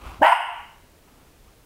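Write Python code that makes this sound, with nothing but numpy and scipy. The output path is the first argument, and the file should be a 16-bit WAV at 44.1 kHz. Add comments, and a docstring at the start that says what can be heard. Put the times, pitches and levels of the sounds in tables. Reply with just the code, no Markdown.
"""A small dog gives one sharp, rough bark from its cushioned bed in a bare, wood-floored room.
Vocal-fold pulses and breath noise excite the resonances of mouth and throat: a low grunt opens to a
bright yap and ends on a brief clean note. The room rings on; a gain control ducks and recovers.
The bedding rustles and thuds as the dog shifts before the bark, and stirs faintly as it settles."""
import sys
import numpy as np
from scipy import signal
from scipy.fft import rfft, irfft
from scipy.io import wavfile
from scipy.ndimage import uniform_filter1d, minimum_filter1d

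SR = 44100
rng = np.random.default_rng(int(sys.argv[2]) if len(sys.argv) > 2 else 0)


def unload_audio(sound):
    """Save the sound as a 16-bit wav file, at the path given as the first command line argument."""
    columns = np.transpose(np.atleast_2d(sound))
    # keep every value between -1 and 1, then stretch to whole-number steps
    steps = np.round(np.clip(columns, -1, 1) * 32767)
    wavfile.write(sys.argv[1], SR, steps.astype(np.int16))


N = 72765
T = np.arange(N) / SR

# Room tone. Each row: frequency in Hz, relative spectral density in dB.
FLOOR_SPECTRUM = [(10, -15.5), (25, -1.5), (60, -3), (100, -7.5), (180, -15), (280, -14), (500, -16.5),
                  (1200, -24.5), (2000, -26), (5000, -30.5), (15000, -33.5)]
# Fur on fabric. Each row: time in seconds, level in dB.
RUSTLE_LEVEL = [(0, -50), (.03, -45.5), (.065, -41.5), (.11, -43), (.15, -45.5), (.19, -49), (.3, -72),
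                (.96, -74.5), (1.09, -61), (1.25, -61), (1.32, -68.5), (1.43, -73), (1.48, -61),
                (1.54, -68.5), (1.65, -87)]
# Colour of the rustle. Each row: frequency in Hz, relative spectral density in dB.
FABRIC_SPECTRUM = [(30, -14), (130, -3.5), (260, 0), (480, -6), (900, 2), (1300, 2), (1750, -12.5),
                   (2500, -6), (4000, -17), (7700, -25.5), (9000, -24.5), (15000, -29.5)]
# Cushion thuds. Each row: time in seconds, level in dB.
CUSHION_LEVEL = [(0, -57), (.04, -47), (.065, -38), (.1, -38.5), (.16, -51.5), (.22, -40.5), (.27, -52),
                 (.35, -81.5)]
# Paw pats. Each row: time of the peak in seconds, level in dB.
PAW_PATS = [(1.07, -59.5), (1.125, -58.5), (1.175, -55.5), (1.22, -58)]
# Reverberation time. Each row: frequency in Hz, seconds to decay by 60 dB.
REVERB_T60 = [(150, 0.27), (400, 0.6952), (700, 0.4313), (1000, 0.5824), (3000, 0.6366), (5000, 0.46),
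              (9000, .5), (14000, 0.22)]
# Colour of the reverberation. Each row: frequency in Hz, relative gain in dB.
REVERB_SPECTRUM = [(100, -14), (330, -12), (450, -2), (545, -14), (600, -3.5), (645, -9.5), (705, 5.5),
                   (790, -1), (880, 5), (975, 1.5), (1080, -2.5), (1170, 4.5), (1300, -2), (3000, 3),
                   (4200, -4.5), (5200, 10.5), (6500, 1.5), (8800, 15), (11000, 9.5), (15000, 0.5)]
# Clean note in the bark. Each row: time in seconds, pitch in Hz, level in dB.
NOTE_CONTOUR = [(.222, 800, -32.5), (.232, 844, -2.5), (.241, 846.8, -20.5), (.268, 924.3, -9),
                (.288, 956, -7.5), (.314, 966, -12.5), (.324, 953, 1.5), (.332, 995, 2), (.339, 961, -40.5)]
# Chest grunt. Each row: time in seconds, level in dB.
GRUNT_LEVEL = [(.195, -38), (.208, -59), (.216, -22), (.228, -30), (.245, -31), (.27, -48.5), (.29, -81.5)]
# Upper throat resonances. 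Each row: frequency in Hz, relative gain in dB.
THROAT_SPECTRUM = [(300, -55.5), (1000, -30), (1270, -2.5), (1490, 5), (1590, -2), (1700, -6.5),
                   (2150, -0.5), (2370, -10), (2850, -3.5), (3100, -8.5), (3500, -26), (4600, -32),
                   (5150, -32), (5800, -46.5), (7600, -43), (8700, -34), (9900, -41.5), (10900, -35.5),
                   (12500, -49), (16000, -54.5)]
# Second formant, rising as the jaw drops. Each row: time in seconds, frequency in Hz,
# level in dB relative to the first formant.
JAW_FORMANT = [(.218, 1470, -26.5), (.224, 1697, -7.5), (.238, 1765, -12), (.254, 2038, -12),
               (.275, 1837, -29.5), (.305, 1712, -10.5), (.33, 1670, -14.5)]
# The bark. Each row: time in seconds, level in dB, pitch in Hz, first formant in Hz.
BARK_CONTOUR = [(.198, -51, 220.5, 450), (.214, -37.5, 278.5, 530), (.221, -11, 298.8, 613),
                (.231, -8, 310, 755), (.255, -3.5, 321, 792.6), (.285, -5, 343.9, 846),
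                (.305, -13.5, 352.5, 874), (.33, -8.5, 352.1, 888), (.35, -42, 329, 850)]


def amp(db):
    """Decibels as an amplitude ratio."""
    return 10 ** (np.asarray(db) / 20)


def unit(x):
    """Normalisation to rms 1."""
    return x / np.sqrt(np.mean(x ** 2) + 1e-20)


def steady(x, size=500):
    """Division by the running rms flattens the envelope."""
    return x / np.sqrt(abs(uniform_filter1d(x ** 2, size)) + 1e-12)


def curves(table):
    """Linear interpolation of each column over time."""
    s, *columns = np.transpose(table)
    return [np.interp(T, s, c) for c in columns]


def read(points, hz):
    """Interpolation on a log-frequency axis."""
    f, value = np.transpose(points)
    return np.interp(np.log(hz + 1), np.log(f), value)


def colour(x, points):
    """Filtering by multiplication of spectra."""
    return irfft(rfft(x) * amp(read(points, np.fft.rfftfreq(N, 1 / SR))), N)


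def resonate(x, hz, width_hz, stages):
    """Resonators in cascade, each width_hz wide, follow the centre frequency hz."""
    carrier = np.exp(2j * np.pi * np.cumsum(hz * np.ones(N)) / SR)
    pole = np.exp(-np.pi * width_hz / SR)
    for _ in range(stages):
        x = 2 * (carrier * signal.lfilter([1 - pole], [1, -pole], x / carrier)).real
    return x


def wobble():
    """Smoothed noise: a quick drift of rms 1."""
    return unit(uniform_filter1d(rng.standard_normal(N), 120))


def during(table):
    """A soft gate over the span of a time table."""
    return uniform_filter1d(1. * (T > table[0][0]) * (T < table[-1][0]), size=100)


def opening(start_s, rise_s):
    """A linear ramp from shut to open."""
    return np.clip((T - start_s) / rise_s, 0, 1)


def room_tone(level_db=-54):
    """Stationary noise: low rumble and faint hiss."""
    return amp(level_db) * unit(colour(rng.standard_normal(N), FLOOR_SPECTRUM))


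def rustle(grain_db=2):
    """Friction noise: fur brushes the fabric in small grains."""
    grains = rng.standard_normal(N) * amp(grain_db * wobble())
    return unit(colour(grains, FABRIC_SPECTRUM)) * amp(curves(RUSTLE_LEVEL)[0])


def cushion():
    """Damped resonance: the cushion thuds under the shifting weight."""
    thud = resonate(rng.standard_normal(N), hz=51.5, width_hz=35, stages=2)
    return steady(thud, size=2400) * amp(curves(CUSHION_LEVEL)[0])


def pats(spread_s=0.011):
    """Soft impact: a paw on the cushion gives Gaussian bursts of low, narrow-band noise."""
    envelope = sum(amp(db - 3.5 * ((T - s) / spread_s) ** 2) for s, db in PAW_PATS)
    bump = resonate(rng.standard_normal(N), hz=256.8, width_hz=88, stages=2)
    return envelope * steady(bump, size=1200)


def reverberation(x, gain_db=0.5):
    """Convolution with dense reflections that build quickly and decay exponentially, band by band."""
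    hz, t, bands = signal.stft(steady(rng.standard_normal(N)), SR, nperseg=512)
    decay = amp(-60 * t / read(REVERB_T60, hz)[:, None])
    tail = signal.istft(bands * decay, SR, nperseg=512)[1][:N]
    tail = colour(tail, REVERB_SPECTRUM) * opening(start_s=0.0061, rise_s=.012) * (T < 1)
    return amp(gain_db) * signal.fftconvolve(x, tail / np.linalg.norm(tail))[:N]


def clean_note(jitter=0.013, octave_db=-24):
    """Nearly sinusoidal oscillation: a rising squeal breaks through the rough voice."""
    hz, level_db = curves(NOTE_CONTOUR)
    phase = 2 * np.pi * np.cumsum(hz * (1 + jitter * wobble())) / SR
    envelope = amp(level_db) * during(NOTE_CONTOUR)
    envelope = uniform_filter1d(uniform_filter1d(envelope, size=130), size=130)
    return unit(np.sin(phase) + amp(octave_db) * np.sin(2 * phase)) * envelope


def vocal_folds(cycles, roughness=0.55, puff_cycles=0.44):
    """Glottal source: each cycle releases a harmonic pulse and a decaying puff of turbulent air."""
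    pulses = sum(np.cos(2 * np.pi * k * cycles) for k in range(1, 44))
    puffs = (0.283 + np.exp(-(cycles % 1) / puff_cycles)) * rng.standard_normal(N)
    return (1 - roughness) * unit(pulses) + roughness * unit(puffs)


def mouth(source, first_hz):
    """Formants: two moving resonances of the mouth shape the vowel."""
    first = resonate(source, first_hz, width_hz=600, stages=4)
    first = signal.sosfilt(signal.butter(4, [560, 1170], "band", fs=SR, output="sos"), first)
    second_hz, second_db = curves(JAW_FORMANT)
    second = resonate(source, second_hz, width_hz=199, stages=3)
    return steady(first) + amp(second_db) * steady(second)


def throat(source, relative_db=-6.5, split_hz=1700):
    """Cavity resonances sound as the upper throat opens, the treble rising more gradually."""
    full = steady(colour(source, THROAT_SPECTRUM)) * amp(relative_db)
    treble = signal.sosfiltfilt(signal.butter(6, split_hz, "high", fs=SR, output="sos"), full)
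    lower = (full - treble) * opening(start_s=0.2264, rise_s=0.008)
    return lower + treble * opening(start_s=0.2207, rise_s=.022)


def bark(jitter=.03, octave_db=-4.5):
    """Source and filter: jittered folds drive mouth and throat, over a chest grunt on the fundamental."""
    level_db, pitch_hz, formant_hz = curves(BARK_CONTOUR)
    cycles = np.cumsum(pitch_hz * (1 + jitter * wobble())) / SR
    source = vocal_folds(cycles)
    octave = amp(octave_db) * unit(np.sin(2 * np.pi * 2 * cycles))
    yap = mouth(source, formant_hz) + octave + throat(source)
    grunt = amp(curves(GRUNT_LEVEL)[0]) * unit(np.sin(2 * np.pi * cycles)) * during(GRUNT_LEVEL)
    return yap * amp(level_db) * during(BARK_CONTOUR) + grunt


def scene():
    """Superposition of the dog's voice, its reflections, the bed and the room tone."""
    voice, squeal = bark(), clean_note()
    reflections = reverberation(voice + amp(-11) * squeal)
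    return (voice + squeal + reflections + rustle() + cushion() + pats() + room_tone())[None]


def record(dry, threshold_db=-13, share=0.79, sense_s=0.0029, hold_s=0.045, cutoff_hz=15800):
    """Compression: gain falls by a share of the excess level; modulation noise and a low-pass follow."""
    x = dry[0]
    pole = np.exp(-1 / (sense_s * SR))
    power = signal.lfilter([1 - pole], [1, -pole], x ** 2)
    excess_db = np.maximum(10 * np.log10(power + 1e-12) - threshold_db, 0)
    half = int(hold_s * SR / 2)
    held_db = -minimum_filter1d(-excess_db, 2 * half + 1, origin=half, mode="constant")
    fall_db = T * 58.5  # after the hold, the excess falls linearly in dB and the gain recovers
    released_db = np.maximum.accumulate(held_db + fall_db) - fall_db
    x = x / amp(share * uniform_filter1d(released_db, size=100))
    x = x + amp(-33.5) * x * rng.standard_normal(N)  # faint hash in proportion to the signal
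    low_pass = signal.firwin(511, cutoff_hz, window=("kaiser", 9), fs=SR)
    return signal.oaconvolve(x, low_pass, "same")[None]


dry = scene()
out = record(dry)
unload_audio(out)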